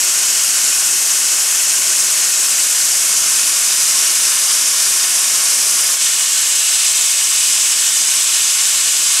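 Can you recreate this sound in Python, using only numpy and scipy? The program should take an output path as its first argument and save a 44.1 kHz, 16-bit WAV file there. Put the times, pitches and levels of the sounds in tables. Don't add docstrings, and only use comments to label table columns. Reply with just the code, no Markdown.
import sys
import numpy as np
from scipy import signal
from scipy.fft import rfft, irfft, next_fast_len
from scipy.io import wavfile
from scipy.ndimage import uniform_filter1d

SR = 44100
rng = np.random.default_rng(int(sys.argv[2]) if len(sys.argv) > 2 else 0)


def wav_out(sig):
    wavfile.write(sys.argv[1], SR, np.round(np.clip(np.atleast_2d(sig).T, -1, 1) * 32767).astype(np.int16))


N = 405719
HZ = np.fft.rfftfreq(next_fast_len(N + SR // 10), 1 / SR)


def amp(db):
    return 10 ** (np.asarray(db) / 20)


def unit(x):
    middle = np.atleast_2d(x).mean(axis=0)
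    return x / middle.std()


def along(table):
    at, db = np.transpose(table)
    return amp(np.interp(np.log(HZ + 1), np.log(at), db))


def colour(x, gain):
    return irfft(rfft(x, 2 * len(HZ) - 2) * gain)[:N]


def eddies(shape, bins, frames):
    field = rng.standard_normal(shape)
    for _ in range(2):
        field = uniform_filter1d(field, int(bins), axis=0)
        field = uniform_filter1d(field, int(frames), axis=1)
    return field / field.std()


def turbulence():
    frame = 512
    _, t, z = signal.stft(rng.standard_normal(N), SR, nperseg=frame)
    surge_db = 0.23 * eddies((1, len(t)), 1, 4)
    drift_db = 0.5 * eddies(z.shape, 3, 48)
    flicker_db = 0.63 * eddies(z.shape, 37, 2)
    return signal.istft(z * amp(surge_db + drift_db + flicker_db), SR, nperseg=frame)[1][:N]


def jet(source, scatter, spectrum, echoes, body, wide):
    paths = 1
    for lag_ms, gain, dull_hz in echoes:
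        delay = np.exp(-2j * np.pi * HZ * lag_ms / 1000)
        paths = paths + gain * delay / (1 + (HZ / dull_hz) ** 2)
    low_cut = np.minimum(HZ / 940, 1) ** 4
    jet_gain = along(spectrum) * paths * low_cut

    at, share, radians = np.transpose(body)
    lean = np.interp(HZ, at, share) * np.exp(1j * np.interp(HZ, at, radians))
    middle = colour(source, jet_gain)
    side = colour(source, jet_gain * lean) + colour(scatter, jet_gain * along(wide))
    return unit(np.array([middle + side, middle - side]))


# frequency in Hz, side against middle in dB.
ROAR_SIDE = [(30, -15), (130, -11), (250, -7.5), (900, -11)]


def roar(spectrum, lean):
    middle = colour(turbulence(), along(spectrum))
    scattered = colour(rng.standard_normal(N), along(spectrum) * along(ROAR_SIDE))
    side = lean * middle + scattered
    return unit(np.array([middle + side, middle - side]))


def hollow(hz, width_hz):
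    return unit(colour(rng.standard_normal(N), 1 / (1 + (2 * (HZ - hz) / width_hz) ** 2)))


def ring():
    return hollow(1072, 30)


# frequency in Hz, relative level in dB per Hz.
JET_ASIDE = [(950, -18.5), (1150, -15.5), (2000, -11), (2900, -9.5), (3800, -12.5), (4600, -9), (4900, -6),
             (6000, -2), (7700, -0.6), (8700, -3.5), (11500, -10), (13300, -17), (14400, -26), (15600, -30)]
JET_FACING = [(950, -22), (1150, -12), (2000, -12), (2900, -8.5), (3800, -10), (4600, -9.5), (4900, -3.5),
              (6000, -1.5), (7700, -1.5), (8700, -2.5), (11500, -8.5), (13300, -19.5), (14400, -23.3),
              (15600, -31.4)]
# lag in ms, signed gain, frequency in Hz where dulling halves it.
ECHO_ASIDE = [(0.623, 0.04, 20000), (0.721, 0.15, 8000), (1.024, -0.04, 10300), (1.744, -0.04, 20000),
              (1.88, 0.09, 4000), (2.609, -0.3, 2700), (2.674, 0.5, 1700), (2.917, -0.09, 2800),
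              (4.22, -0.16, 1500), (4.468, -0.04, 7000)]
ECHO_FACING = [(0.585, -0.04, 20000), (1.561, -0.31, 1500), (1.642, 0.06, 9400), (1.754, -0.04, 16200),
               (2.628, -0.36, 1900), (2.715, 0.49, 1800), (3.47, -0.09, 2500), (3.684, -0.09, 2800),
               (4.597, 0.14, 1500), (5.777, 0.07, 2500)]
# frequency in Hz, share of the hiss, phase in radians.
BODY_ASIDE = [(7000, 0, 0), (9600, .2, 0), (10200, .45, .2), (11000, .7, -.45), (12200, .72, -1.1),
              (13500, .5, -1.35), (14600, .3, -1.5), (15300, 0, -1.5)]
BODY_FACING = [(5400, 0, 3.1), (6300, .09, 3), (7800, .18, 1.7), (9200, .23, .6), (10600, .27, 0),
               (11700, .38, -.7), (12300, .35, -1.6), (13500, .11, -3), (14500, 0, -4)]
# frequency in Hz, level against the jet in dB.
WIDE_ASIDE = [(1000, -20), (1500, -28), (3000, -34), (3700, -21), (4500, -35), (5500, -24), (7500, -19),
              (10000, -11), (12000, -7), (14500, -8), (15300, -30)]
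WIDE_FACING = [(1000, -22), (1500, -58), (3000, -65), (3500, -16.5), (4200, -21), (5000, -41), (6000, -21),
               (9500, -22), (12000, -9), (13800, -11), (14800, -30)]
# frequency in Hz, relative level in dB per Hz.
ROAR_EARLY = [(25, -12), (90, -12), (120, -2.5), (140, -5.5), (250, -1.5), (450, -1.5), (570, -0.5),
              (600, 3.5), (720, 2.5), (900, -0.5), (1300, -1.5), (2500, -50)]


def early():
    t = np.arange(N) / SR
    pan = 0.5 - 0.5 * np.cos(np.pi * np.interp(t, (2.1, 4), [0, 1]))

    def turned(before_db, after_db):
        return amp(before_db + pan * (after_db - before_db))

    source, scatter = turbulence(), turbulence()
    aside = jet(source, scatter, JET_ASIDE, ECHO_ASIDE, BODY_ASIDE, WIDE_ASIDE)
    facing = jet(source, scatter, JET_FACING, ECHO_FACING, BODY_FACING, WIDE_FACING)
    hiss = turned(-14, -13.5) * ((1 - pan) * aside + pan * facing)
    draught = amp(-39.5) * roar(ROAR_EARLY, lean=0.05)

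    hum_db = -51.5 - 13 * np.maximum(t - 4.9, 0)
    hum = amp(hum_db) * hollow(373, 20)
    return hiss + draught + hum + turned(-51, -45.5) * ring()


# frequency in Hz, relative level in dB per Hz.
JET_LATER = [(950, -19.5), (1150, -14), (2000, -15), (2900, -6), (3800, -9), (4600, -10), (4900, -4.5),
             (6000, -5), (7700, -0.25), (8700, -5), (11500, -11.5), (13300, -22.5), (14400, -26),
             (15600, -31.0)]
# lag in ms, signed gain, frequency in Hz where dulling halves it.
ECHO_LATER = [(0.49, 0.14, 10100), (0.631, 0.04, 20000), (1.629, -0.5, 1700), (1.643, 0.25, 5200),
              (2.071, -0.08, 5500), (2.616, -0.23, 2800), (2.7, 0.5, 2000), (3.319, 0.12, 2100),
              (3.879, 0.13, 1700), (4.545, 0.19, 1500)]
# frequency in Hz, relative level in dB per Hz.
ROAR_LATER = [(25, -8), (90, -11), (115, 1.5), (140, -2.5), (250, -2), (550, -1.5), (600, 3), (720, 2),
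              (900, -2), (1300, -21), (2500, -44)]


def later():
    hiss = jet(turbulence(), turbulence(), JET_LATER, ECHO_LATER, BODY_FACING, WIDE_FACING)
    draught = amp(-44) * roar(ROAR_LATER, lean=-0.05)
    return amp(-13.6) * hiss + draught + amp(-48.5) * ring()


def scene():
    over = np.interp(np.arange(N) / SR, (5.945, 6.015), [0, 1])
    return (1 - over) * early() + over * later()


def record(dry):
    bass_cut_hz, top_hz = 107, 15720
    bent = dry + 0.10 * dry ** 2
    high_pass = signal.butter(1, bass_cut_hz, "high", fs=SR, output="sos")
    thin = signal.sosfilt(high_pass, bent - bent.mean())
    clipped = np.clip(thin, -0.97, 0.97)
    top_cut = signal.ellip(14, 0.2, 80, top_hz, fs=SR, output="sos")
    return signal.sosfilt(top_cut, clipped)


dry = scene()
out = record(dry)
wav_out(out)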